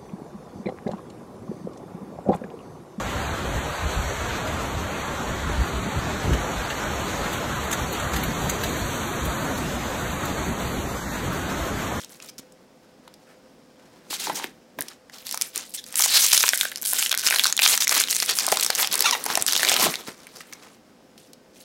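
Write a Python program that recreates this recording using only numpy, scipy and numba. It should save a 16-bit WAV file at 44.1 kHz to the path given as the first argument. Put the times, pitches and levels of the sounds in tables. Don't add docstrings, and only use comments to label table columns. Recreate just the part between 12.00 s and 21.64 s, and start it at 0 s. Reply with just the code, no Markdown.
import sys
import numpy as np
from scipy import signal
from scipy.fft import rfft, irfft, next_fast_len
from scipy.io import wavfile
from scipy.ndimage import uniform_filter1d, map_coordinates
from numba import njit

SR = 44100
rng = np.random.default_rng(int(sys.argv[2]) if len(sys.argv) > 2 else 0)


def persist_wave(psi):
    counts = np.round(np.clip(psi, -1, 1) * 32767).astype(np.int16)
    wavfile.write(sys.argv[1], SR, np.atleast_2d(counts).T)


def ratio(d):
    e = np.asarray(d, float) / 20
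    return 10 ** e


N = 425124

# (frequency [Hz], density [dB per Hz])
AIR_SPECTRUM = [(15, -57.5), (40, -14.5), (113, -14), (250, -1.5), (361, -16), (500, -7), (620, -7.5),
                (1150, -17.5), (2200, -21.5), (5200, -27.5), (7200, -29), (15800, -44.5)]
# (frequency [Hz], level [dB])
FAN_TONES = [(511, -62), (1529, -77)]
# (frequency [Hz], gain [dB])
FOIL_SPECTRUM = [(300, -6.5), (600, -8.5), (1200, -4), (2500, -1), (4000, 2.5), (7000, 4.5), (11000, 4),
                 (15500, -1.5)]
# (start [s], hold [s], crackle level [dB], body share [dB])
TOUCHES = [(0.0, 0.03, -40.5, -11), (0.098, 0.06, -46, -6.5), (0.22, 0.055, -45, -7),
           (1.788, 0.56, -65, 13), (2.111, 0.045, -33, -10), (2.207, 0.11, -33.5, -3),
           (2.353, 0.086, -34, -1), (2.805, 0.12, -45.5, -1), (3.134, 0.084, -45, -4),
           (3.261, 0.089, -35, -16), (3.392, 0.091, -37, -10.5), (3.549, 0.075, -33.5, -9),
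           (3.65, 0.15, -44.5, -36), (3.872, 0.097, -39.5, -13.5), (4.703, 0.13, -45.5, -11),
           (8.002, 0.746, -50.5, 1), (8.076, 0.02, -36, 3.5), (8.355, 0.052, -46, 0.5),
           (8.623, 0.05, -49.5, 3.5), (9.189, 0.058, -51, -14), (9.559, 0.06, -46, -13)]
# (start [s], hold [s], crackle level [dB], body share [dB])
PULLS = [(3.971, 0.12, -21.5, -23.5), (4.112, 0.1, -21.5, -24), (4.257, 0.21, -18.5, -28),
         (4.528, 0.14, -28, -25), (4.848, 0.04, -33.5, -43), (4.943, 0.12, -25, -19),
         (5.234, 0.26, -26, -9.5), (5.623, 0.05, -17.5, -30), (5.674, 0.064, -17, -13.5),
         (5.914, 0.09, -16, -9.5), (6.101, 0.14, -24.5, -20), (6.282, 0.027, -21.5, -7.5),
         (6.37, 0.24, -24.5, -9), (6.59, 0.17, -31, -9.5), (6.781, 0.061, -22.5, -3),
         (6.92, 0.28, -28.5, -3), (7.257, 0.15, -30.5, 2.5), (7.475, 0.43, -25, -12),
         (7.607, 0.17, -21, -2.5), (7.796, 0.057, -15.5, -2.5), (7.923, 0.086, -36, -2)]
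# (time [s], level [dB])
GRIP = [(0.0, -55), (1.85, -56), (2.25, -48), (2.28, -40), (2.76, -59), (2.79, -37), (2.9, -59.5),
        (7.76, -45), (7.866, -26), (7.968, -53.5), (9.64, -54)]
# (time [s], peak level [dB], pitch [Hz])
KNOCKS = [(0.394, -33.5, 275), (1.077, -34.5, 890), (2.1292, -21, 845), (2.27, -22, 855),
          (2.2976, -14, 920), (2.442, -36, 1860), (2.7884, -20, 595), (3.3428, -20.5, 900),
          (4, -17.5, 1078), (4.06, -16, 1057), (4.4401, -13, 1000), (4.93, -17.5, 1010),
          (5.4554, -15.5, 1096), (5.9198, -15, 1070), (6.2246, -15, 1127), (6.4801, -12, 920),
          (6.5238, -6.5, 706), (6.701, -12, 1005), (7.1508, -11.5, 1090), (7.2638, -16, 840),
          (7.3013, -12.5, 1000), (7.3747, -9.5, 770), (7.7164, -11.5, 810), (7.867, -11, 650),
          (8.0835, -23, 298), (2.108, -32, 298), (2.293, -32, 327), (2.444, -27.5, 323), (7.409, -35, 110),
          (6.52, -24, 248)]
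# (time [s], peak level [dB], pitch [Hz], fizz share [dB])
TURNED = [(0.0466, -23.5, 5600, -13), (0.2013, -30.5, 2560.0, -15), (1.0791, -35.5, 3970, -31.0),
          (2.4425, -16, 1980, 1), (2.7877, -23, 1700.0, -2), (2.792, -24.5, 1700.0, 1),
          (2.8082, -19, 8870.0, 11), (2.8146, -20.5, 1830.0, -4), (2.8222, -15, 8590.0, -10.0),
          (3.0977, -31, 1650, -15), (3.2682, -14, 5040.0, -15.5), (3.2922, -17.5, 4820.0, -10),
          (3.312, -13, 5470.0, -5.5), (3.3255, -19, 5840.0, 9), (3.3448, -13.5, 5700, -1),
          (3.375, -11, 5300, -13), (3.4132, -6.5, 5330, -15), (3.4208, -5, 6740, -5),
          (3.5596, -11.5, 8570.0, -4), (3.5774, -9.5, 7970.0, -13.5), (3.8408, -23.5, 4240.0, -8),
          (3.8645, -27.5, 7000, 0), (3.9256, -20.5, 8870.0, -6.5)]
TORN = [(3.9424, -21.5, 1940.0, -13), (3.9566, -7.5, 8530.0, 1.5), (4.0074, -2, 6960.0, -10.5),
        (4.0176, -6, 7040.0, -7.5), (4.022, -2.5, 6180.0, -10), (4.0825, -10, 7130.0, -6.5),
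        (4.2652, -5, 7600.0, -8.5), (4.3682, -6.5, 4480.0, 2), (4.3771, 3, 5100.0, -15),
        (4.407, -2.5, 5400.0, -14), (4.4302, -5, 6780.0, 4), (4.4377, -7.5, 1700.0, -12.5),
        (4.4802, -6.5, 2350.0, -5.0), (4.4901, 0, 5490.0, -13.5), (4.534, -7, 1870.0, -16),
        (4.5755, -11.5, 9500.0, 6.5), (4.6016, -18, 8250.0, 4.5), (4.6111, -1, 3700.0, -9),
        (4.6322, -15.5, 1700.0, 9), (4.653, -14.5, 1700.0, 4)]
PEELED = [(4.717, -19.5, 3400, -13.0), (4.7207, -27, 1700.0, -11.5), (4.759, -13, 5250.0, -14.5),
          (4.7735, -19, 5320.0, -10), (4.7814, -21.5, 5900.0, -8.0), (4.8156, -26.5, 9370.0, 9.5),
          (4.8227, -20.5, 9500.0, 12), (4.8298, -17.5, 5900, 0), (4.8409, -24.5, 3800, 5.5),
          (4.9338, -10.5, 9500.0, 12), (5.0212, -16, 6850.0, 7), (5.0259, -7.5, 2964, 2),
          (5.062, -7.5, 3025, -15), (5.0944, -12.5, 7230, -7.0), (5.1159, -6, 3570, 0),
          (5.1418, -12.5, 1720, 0), (5.1492, -15.5, 4130.0, 8.5), (5.1757, -7.5, 5960.0, -4),
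          (5.2664, -1.5, 5376, -23.0), (5.2724, -3, 5370, -11.5), (5.2777, -8, 5940.0, -3.5),
          (5.2857, -6.5, 3250.0, -16.5), (5.3015, -6.5, 7300, 1.5), (5.3085, -4.5, 2520, -5.5),
          (5.3243, -12, 1700.0, -1), (5.3412, -11.5, 1720, -17.5), (5.346, -4.5, 6900, -14),
          (5.36, -6, 4200, -10), (5.3636, -12.5, 4310.0, -4), (5.386, -10, 2980, 4),
          (5.3954, -2.5, 3080, -3.5), (5.438, -7, 4410.0, 0), (5.4431, -0.5, 4100, -11),
          (5.455, -5.5, 4520.0, -5), (5.464, -6, 3660, -11.5), (5.469, -3.5, 5170.0, -17),
          (5.5018, -16, 6540, -8.5), (5.5257, -3, 6700, -15.5)]
EMPTIED = [(5.5668, -11, 6780.0, 1), (5.5772, -7.5, 3706, -20), (5.5918, -2, 2390, -15.5),
           (5.5976, -7.5, 2424, -5.5), (5.6198, -3, 3617, -9.5), (5.6618, -2, 2890, -16.5),
           (5.6768, -2, 5920.0, -5.5), (5.7539, -9.5, 7030, -10.5), (5.7765, -2, 5950, -8),
           (5.808, -12.5, 6900, -6.5), (5.872, -8, 2215, -17), (5.879, -2.5, 6030, -11.0),
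           (5.8937, -1, 5560, -16), (5.9506, -4.5, 5660.0, -9), (6.001, -4.5, 6980.0, -6.0),
           (6.0098, -8.5, 1750, -4.5), (6.0165, -8.0, 6960.0, -4.5), (6.0383, -7, 3930, -18),
           (6.0741, -15, 3850.0, -18.5), (6.0852, -12.5, 3140, -12), (6.1004, -12.5, 4240.0, -10.0),
           (6.1058, -9.5, 9500.0, 0.5), (6.1102, -6, 6140, -6.5), (6.1275, -9.5, 3970, -5),
           (6.149, -11, 6360, -4.5), (6.159, -9.5, 7560.0, -10), (6.1654, -3.5, 5500, -12.5),
           (6.2016, -3, 5020.0, -15), (6.2235, -8.5, 4390.0, -7.5), (6.229, -7, 6210, -16.0)]
FOLDED = [(6.261, -13, 8890.0, -1), (6.2929, -6.5, 3750, -21.5), (6.298, -6, 5200, -16),
          (6.3872, -4, 4650.0, -3.5), (6.3974, -9.5, 5500, -9.0), (6.4662, -5, 8910.0, -5),
          (6.4864, -8, 5280.0, -11.5), (6.518, -4, 5960.0, -5.5), (6.5228, -6.5, 6030.0, -5),
          (6.5715, -3.5, 4600, -13), (6.598, -7, 4440, -16.0), (6.6102, -7.5, 8790.0, -5),
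          (6.6269, -7, 3770, -9.0), (6.631, -4.5, 7150, -12), (6.635, -6, 6100, -6.0),
          (6.6472, -5.5, 6200, -3), (6.6637, -3.5, 5750, -16), (6.7034, -3, 4770, -3),
          (6.7512, -8.5, 6140.0, -1.5), (6.7573, -9, 6030.0, -12.0), (6.8291, -5, 3840, -21.5),
          (6.8459, -8, 2860, -13.0), (6.8733, -8.5, 5400, -4)]
CRUSHED = [(6.9143, -16, 3850.0, -14.5), (6.927, -11.5, 8300, 8), (6.9322, -10.5, 3750.0, -15.5),
           (6.9412, -9, 4670.0, 2.5), (6.955, -12, 4520, 8), (6.9785, -12, 8050.0, 1),
           (6.9929, -8, 5280.0, -5), (7.0065, -3.5, 4610.0, 5), (7.0232, -6.0, 4870, 0.5),
           (7.1107, -1.5, 5300, -12), (7.2403, -12.5, 9500.0, -1), (7.255, -14.5, 8720.0, -6),
           (7.263, -10, 6180.0, 2), (7.3372, -19, 8910.0, -3.5), (7.3541, -2.5, 5600, -9.5),
           (7.3738, -4.5, 7200, -21), (7.4138, -13, 8180.0, -2), (7.4236, -3, 7800, -22),
           (7.4647, -6.0, 7800.0, -8), (7.478, -9.5, 6650.0, -14.5), (7.4806, -5, 4890.0, -6.5),
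           (7.486, -9, 2310, 2), (7.4943, -16.5, 8550.0, -6.0)]
DROPPED = [(7.5115, -12.5, 3830.0, -9), (7.524, -5.0, 5360.0, -4), (7.533, -2, 4700, -7.5),
           (7.5531, -4.5, 3320.0, -14.0), (7.5642, -3.5, 3700, -3), (7.577, -9, 4570, -1),
           (7.5954, -11, 1790.0, -13.5), (7.6312, -3, 1830.0, -5), (7.6492, -5.0, 2480, -14),
           (7.6706, -11, 3620.0, -10), (7.6797, -8, 2690.0, -12.5), (7.688, -2, 3660.0, -14),
           (7.6953, -5, 7410.0, -7), (7.7412, -4, 4480.0, -14.5), (7.765, -3.5, 3550.0, -5),
           (7.9404, -12.0, 2370.0, -22.5), (7.956, -12.5, 3850, -26.0)]
# (time [s], peak level [dB], pitch [Hz])
BURIED = [(3.994, -4, 6390), (4.0371, -5.5, 5330), (4.0606, -7.5, 6810), (4.143, -5.5, 8000),
          (4.3178, -6, 4650), (4.852, -11, 9030), (5.1269, -5, 3320), (5.8221, -6.5, 3540),
          (5.9136, -7.5, 6800), (5.978, -6, 6550)]
# (time [s], peak level
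# [dB], pitch [Hz])
FLICKS = [(0.224, -28, 5800), (0.3815, -26, 5400), (0.522, -38, 8000), (1.14, -34, 4900),
          (1.797, -43, 2500), (2.884, -19, 5360), (3.138, -32, 3040), (3.184, -26, 4430),
          (7.7167, -2.5, 2600), (8.269, -25.5, 1890), (8.36, -27, 4850), (8.369, -31, 5600),
          (8.4069, -23.5, 1910), (8.414, -30, 5200), (8.5262, -23.5, 2050), (8.534, -21, 5740),
          (9.1784, -32.5, 4520), (9.333, -29.5, 4760)]
# (start [s], end [s], level [dB], patch pitch [Hz])
RUBS = [(0.286, 0.301, -38, 5850), (0.382, 0.402, -36, 6300), (1.27, 1.348, -57, 1660),
        (2.101, 2.162, -33.5, 3940), (2.184, 2.26, -34.5, 3930), (2.103, 2.151, -34, 7350),
        (2.197, 2.266, -32, 7300), (2.346, 2.394, -28.5, 6370), (3.739, 3.767, -30, 8550),
        (4.038, 4.06, -15.5, 6790), (4.099, 4.139, -21, 4100), (4.136, 4.181, -12.5, 4400),
        (4.182, 4.209, -18.5, 4640), (5.111, 5.121, -20, 3655), (5.628, 5.659, -16, 3640),
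        (5.705, 5.724, -20.5, 7470), (4.218, 4.256, -14, 6484), (4.328, 4.355, -12, 6340),
        (4.852, 4.862, -19, 9360), (4.984, 5.002, -16, 7030), (5.804, 5.85, -19, 6480)]
# (start [s], end [s], pitch [Hz], width [Hz], level [dB])
POCKETS = [
    (2.26, 2.474, 870, 110, 8),
    (2.214, 2.487, 360, 56, -2.5),
    (3.4, 3.49, 2350, 130, -2),
    (4.52, 5.474, 1543, 190, 3),
]
# (start [s], end [s], first rate [Hz], last rate [Hz], level [dB])
SQUEAKS = [
    (3.773, 3.801, 2148, 1516, -28.5),
    (7.04, 7.057, 874, 867, -14.5),
    (7.056, 7.068, 1376, 1340, -10),
    (7.066, 7.099, 1198, 1105, -14.5),
    (7.124, 7.145, 1021, 854, -13.5),
]
# (start [s], end [s], tick rate [1/s], peak level [dB], pitch [Hz])
PEELS = [(4.541, 4.559, 400, -11, 8500), (4.868, 4.93, 345, -11, 10000), (5.186, 5.197, 500, -12, 5170),
         (5.198, 5.219, 270, -15, 5210), (5.245, 5.264, 360, -12, 5500), (6.353, 6.392, 290, -15, 10500),
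         (6.785, 6.8, 370, -10.5, 11900), (6.8, 6.827, 430, -9.5, 12200)]


@njit
def grains(start, hz, width, tail, rattle, size, noise):
    out, buf = np.zeros(len(noise)), np.zeros(4096)
    for e in range(len(start)):
        n = int(min(4096, len(out) - start[e], tail[e] * SR + 2 * SR / width[e]))
        g, k = np.tan(np.pi * hz[e] / SR), width[e] / hz[e]
        fade = 1000. ** (-1 / (tail[e] * SR))
        band, low, env, peak = 0., 0., rattle[e], 1e-9
        for i in range(n):
            x = env * noise[start[e] + i] + (i == 0)
            v = (band + g * (x - low)) / (1 + g * (g + k))
            band, low = 2 * v - band, low + 2 * g * v
            buf[i] = v
            env *= fade
            peak = max(peak, abs(v))
        for i in range(n):
            out[start[e] + i] += buf[i] * size[e] / peak
    return out


def play(s, hz, sharp, tail_s, rattle, db):
    hz = np.clip(hz, 60, 0.4 * SR) + 0 * s
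    start = np.clip(s * SR, 0, N - 1).astype(np.int64)
    noise = rng.standard_normal(N)
    return grains(start, hz, hz / sharp, tail_s + 0 * s, rattle + 0 * s, ratio(db), noise)


def colour(x, spectrum):
    hz, db = np.transpose(spectrum)
    n = next_fast_len(len(x))
    f = np.log(np.arange(n // 2 + 1) * SR / n + 1)
    return irfft(rfft(x, n) * ratio(np.interp(f, np.log(hz), db)), n)[:len(x)]


def walk(rate):
    k = int(SR / rate)
    steps = np.repeat(rng.standard_normal(N // k + 1), k)
    return uniform_filter1d(steps, k // 2)[:N]


def hush():
    air = colour(rng.standard_normal(N), AIR_SPECTRUM)
    air = air + 0.9 * signal.lfilter(*signal.iirpeak(5200, 7.0, SR), air)
    air = air * ratio(-56.5 + 0.24 * walk(0.93)) / air.std()
    tones = 0
    for hz, db in FAN_TONES:
        wavering_hz = hz * (1 + 0.008 * walk(30))
        phase = 2 * np.pi * np.cumsum(wavering_hz) / SR
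        tones = tones + ratio(db + 4.2 * walk(23)) * np.sin(phase)
    return air + tones


def effort(s):
    attack_db_per_s, release_db_per_s = 906, 328
    sag_db_per_s = 6.5
    rest_db, rest_body_db = -70, 8
    start, hold, db, body_db = np.transpose(TOUCHES + PULLS)[:, :, None]
    t = np.arange(0, N / SR, 0.002)
    fall_db = attack_db_per_s * np.maximum(start - t, 0)
    fall_db = fall_db + release_db_per_s * np.maximum(t - start - hold, 0)
    fall_db = fall_db + sag_db_per_s * np.clip(t - start, 0, hold)
    power, rest = ratio(db - fall_db) ** 2, ratio(rest_db) ** 2
    total = power.sum(axis=0) + rest
    body = ((power * body_db).sum(axis=0) + rest * rest_body_db) / total
    return np.interp(s, t, 10 * np.log10(total)), np.interp(s, t, body)


def patches(s, hz):
    field = rng.standard_normal((22, 800))
    field = uniform_filter1d(uniform_filter1d(field, 2, axis=0), 3, axis=1)
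    return map_coordinates(field / field.std(), [3 * np.log2(hz / 200), s * 799 * SR / N], order=1)


def crackle(count=36000):
    chance = rng.random((count, 4)).T
    s = np.sort(chance[0]) * N / SR
    level_db, body_db = effort(s)
    fizz_db = -8 - 0.19 * body_db
    hz = 350 * (16000 / 350) ** chance[1]
    low = np.clip(np.log2(3000 / hz) / 1.36, 0, 1)
    high = np.clip(np.log2(hz / 6000) / 0.12, 0, 1)
    tilt_db = low * (body_db + 8.0) + high * (fizz_db + 2.5)
    burst_db = (2.2 * walk(35) + 1.5 * walk(200))[(s * SR).astype(int)]
    size_db = -2.6 * np.log(1 - chance[3]) + 4.5 * patches(s, hz)
    size_db = np.minimum(burst_db + size_db, 11)
    energy_db = 10 * np.log10(hz / 4000) - 6.5
    db = level_db + tilt_db + size_db + energy_db
    return colour(play(s, hz, 4.04 + 1.77 * chance[2], 0.0042, 0.14, db), FOIL_SPECTRUM)


def ticks(count=1800):
    chance = rng.random((count, 3)).T
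    s = chance[0] * N / SR
    db = 1.3 * effort(s)[0] + 11.0 - 4.0 * np.log(1 - 0.8 * chance[1])
    hz = 2200 * 5.97 ** chance[2]
    return play(s, hz, 0.75, 0.0062, 0.16, db)


def knocks():
    s, db, hz = np.transpose(KNOCKS)
    rumble = colour(rng.standard_normal(N),
                    [(30, -21.5), (70, -20.5), (160, 0.5), (300, 3.5), (450, -1.0), (900, -30.5)])
    rumble_db = np.interp(np.arange(N) / SR, *np.transpose(GRIP)) + 2 * walk(40)
    rumble = rumble / rumble.std() * ratio(rumble_db - 4.0)
    return play(s, hz, 1.83, 0.021, 0.21, db + 0.5) + rumble


def snaps():
    buried = [row + (-8,) for row in BURIED]
    rows = TURNED + TORN + PEELED + EMPTIED + FOLDED + CRUSHED + DROPPED + buried
    s, db, hz, fizz_db = np.transpose(rows)
    spread = rng.standard_normal((len(s), 2)).T
    lower_hz = hz * 0.56 * 2 ** (0.61 * spread[0])
    upper_hz = np.minimum(hz * 1.84, 8000) * 2 ** (0.25 * spread[1])
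    pitched = play(s, hz, 4.25, 0.0089, 0.27, db - 4.5)
    lower = play(s, lower_hz, 0.97, 0.011, 0.35, db - 13.0)
    upper = play(s, upper_hz, 2.1, 0.0061, 0.3, db - 6.5)
    fizz = play(s, 11900, 1.5, 0.0059, 0.42, db + fizz_db - 3.5)
    return colour(pitched + lower + upper + fizz, [(80, -23.5), (600, 3), (1500, 2.5), (20000, 1.0)])


def flicks():
    s, db, hz = np.transpose(FLICKS)
    edge = play(s, hz, 3.2, 0.025, 0.4, db - 5.5)
    paper = play(s, 6000, 0.53, 0.0089, 0.37, db - 5)
    return edge + paper


def rubs(per_s=5000):
    rows = []
    for t0, t1, db, hz in RUBS:
        for s in np.arange(t0, t1, 1 / per_s):
            swell_db = 6.5 * np.log10(np.sin(np.pi * (s - t0) / (t1 - t0)) + 0.23)
            rows.append([s, db + swell_db, hz])
    s, db, hz = np.transpose(rows)
    chance = rng.standard_normal((len(s), 3)).T
    at = (s * SR).astype(int)
    db = db + 2.5 * walk(120)[at]
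    hz = hz * 2 ** (0.1 * walk(70)[at])
    s = s + chance[0] / per_s
    ringing = play(s, hz * 2 ** (0.035 * chance[1]), 4.1, 0.00058, 0.22, db - 6.0 + 2.4 * chance[2])
    scrape = play(s, hz * 2 ** (0.54 * chance[1]), 0.35, 0.0004, 0.18, db - 2.5 + 3.7 * chance[2])
    return ringing + scrape


def pockets(hands):
    t, out = np.arange(N) / SR, 0
    for t0, t1, hz, width_hz, db in POCKETS:
        opened = np.clip(np.minimum(t - t0, t1 - t) / 0.012, 0, 1)
        ring = signal.lfilter(*signal.iirpeak(hz, hz / width_hz, SR), hands * opened)
        out = out + ratio(db) * ring
    return out


def squeaks():
    slips, waver = [], walk(110)
    for t0, t1, first_hz, last_hz, db in SQUEAKS:
        u = np.linspace(0, 1, int((t1 - t0) * SR))
        glide_hz = first_hz + (last_hz - first_hz) * u
        hz = glide_hz * (1 + 0.04 * waver[int(t0 * SR):][:len(u)])
        slip = np.diff(np.floor(np.cumsum(hz) / SR), prepend=0) > 0
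        swell_db = 8 * np.log10(np.sin(np.pi * u[slip] ** 0.56) + 0.34)
        slips.append([t0 + u[slip] * (t1 - t0), db + swell_db, hz[slip]])
    s, db, hz = np.hstack(slips)
    chance = rng.standard_normal((len(s), 2)).T
    s, db = s + 0.000022 * chance[0], db + 2.5 * chance[1]
    thin_db = 12 * (hz > 1450)
    body = play(s, np.maximum(hz, 900), 1.6, 0.0014, 0.029, db - 7.0 - thin_db)
    middle = play(s + 0.00015, 2550, 4, 0.0005, 0.04, db - 8 - thin_db)
    bright = play(s + 0.0003, 3740, 4.1, 0.0005, 0.038, db - 3)
    hiss = play(s + 0.0005, 5700, 3, 0.0012, 0.3, db - 8)
    return body + middle + bright + hiss


def peels():
    rows = []
    for t0, t1, per_s, db, hz in PEELS:
        for s in np.arange(t0, t1, 1 / per_s):
            rows.append([s, db, hz, per_s])
    s, db, hz, per_s = np.transpose(rows)
    chance = rng.standard_normal((len(s), 2)).T
    s, db = s + 0.12 * chance[0] / per_s, db + 2.5 * chance[1]
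    ring = play(s, hz, 2.4, 0.00197, 0.38, db - 4.5)
    blink = play(s, hz, 3.1, 0.0011, 0.27, db - 16.5)
    crack = play(s, 8700, 1.2, 0.002, 0.24, db - 4.5)
    return ring + blink + crack


def reverberation(hands):
    t60_s, level_db = 0.2, -15.5
    t = np.arange(SR // 2) / SR
    tail = rng.standard_normal(len(t)) * 1000. ** (-t / t60_s) * (t > 0.003)
    tail = signal.lfilter(*signal.butter(1, [700, 4900], "band", fs=SR), tail)
    tail = tail / np.sqrt(np.sum(tail ** 2))
    return ratio(level_db) * signal.fftconvolve(hands, tail)[:N]


def scene():
    hands = crackle() + ticks() + knocks() + snaps() + flicks() + rubs() + squeaks() + peels()
    hands = hands + pockets(hands)
    return (hands + reverberation(hands) + hush())[None]


def roll_off(x):
    return signal.sosfilt(signal.butter(12, 17010, fs=SR, output="sos"), x)


def record(dry):
    top_hz, top_db = 15930, -52
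    x = dry[0] / (1 + np.abs(dry[0] / 1.05) ** 4) ** 0.25
    x = colour(x, [(60, 0), (top_hz, 0), (top_hz + 120, top_db), (17000, top_db), (17100, -90)])
    mix = np.clip(x, -1, 1)[None]
    return roll_off(mix)


dry = scene()
out = record(dry)
persist_wave(out)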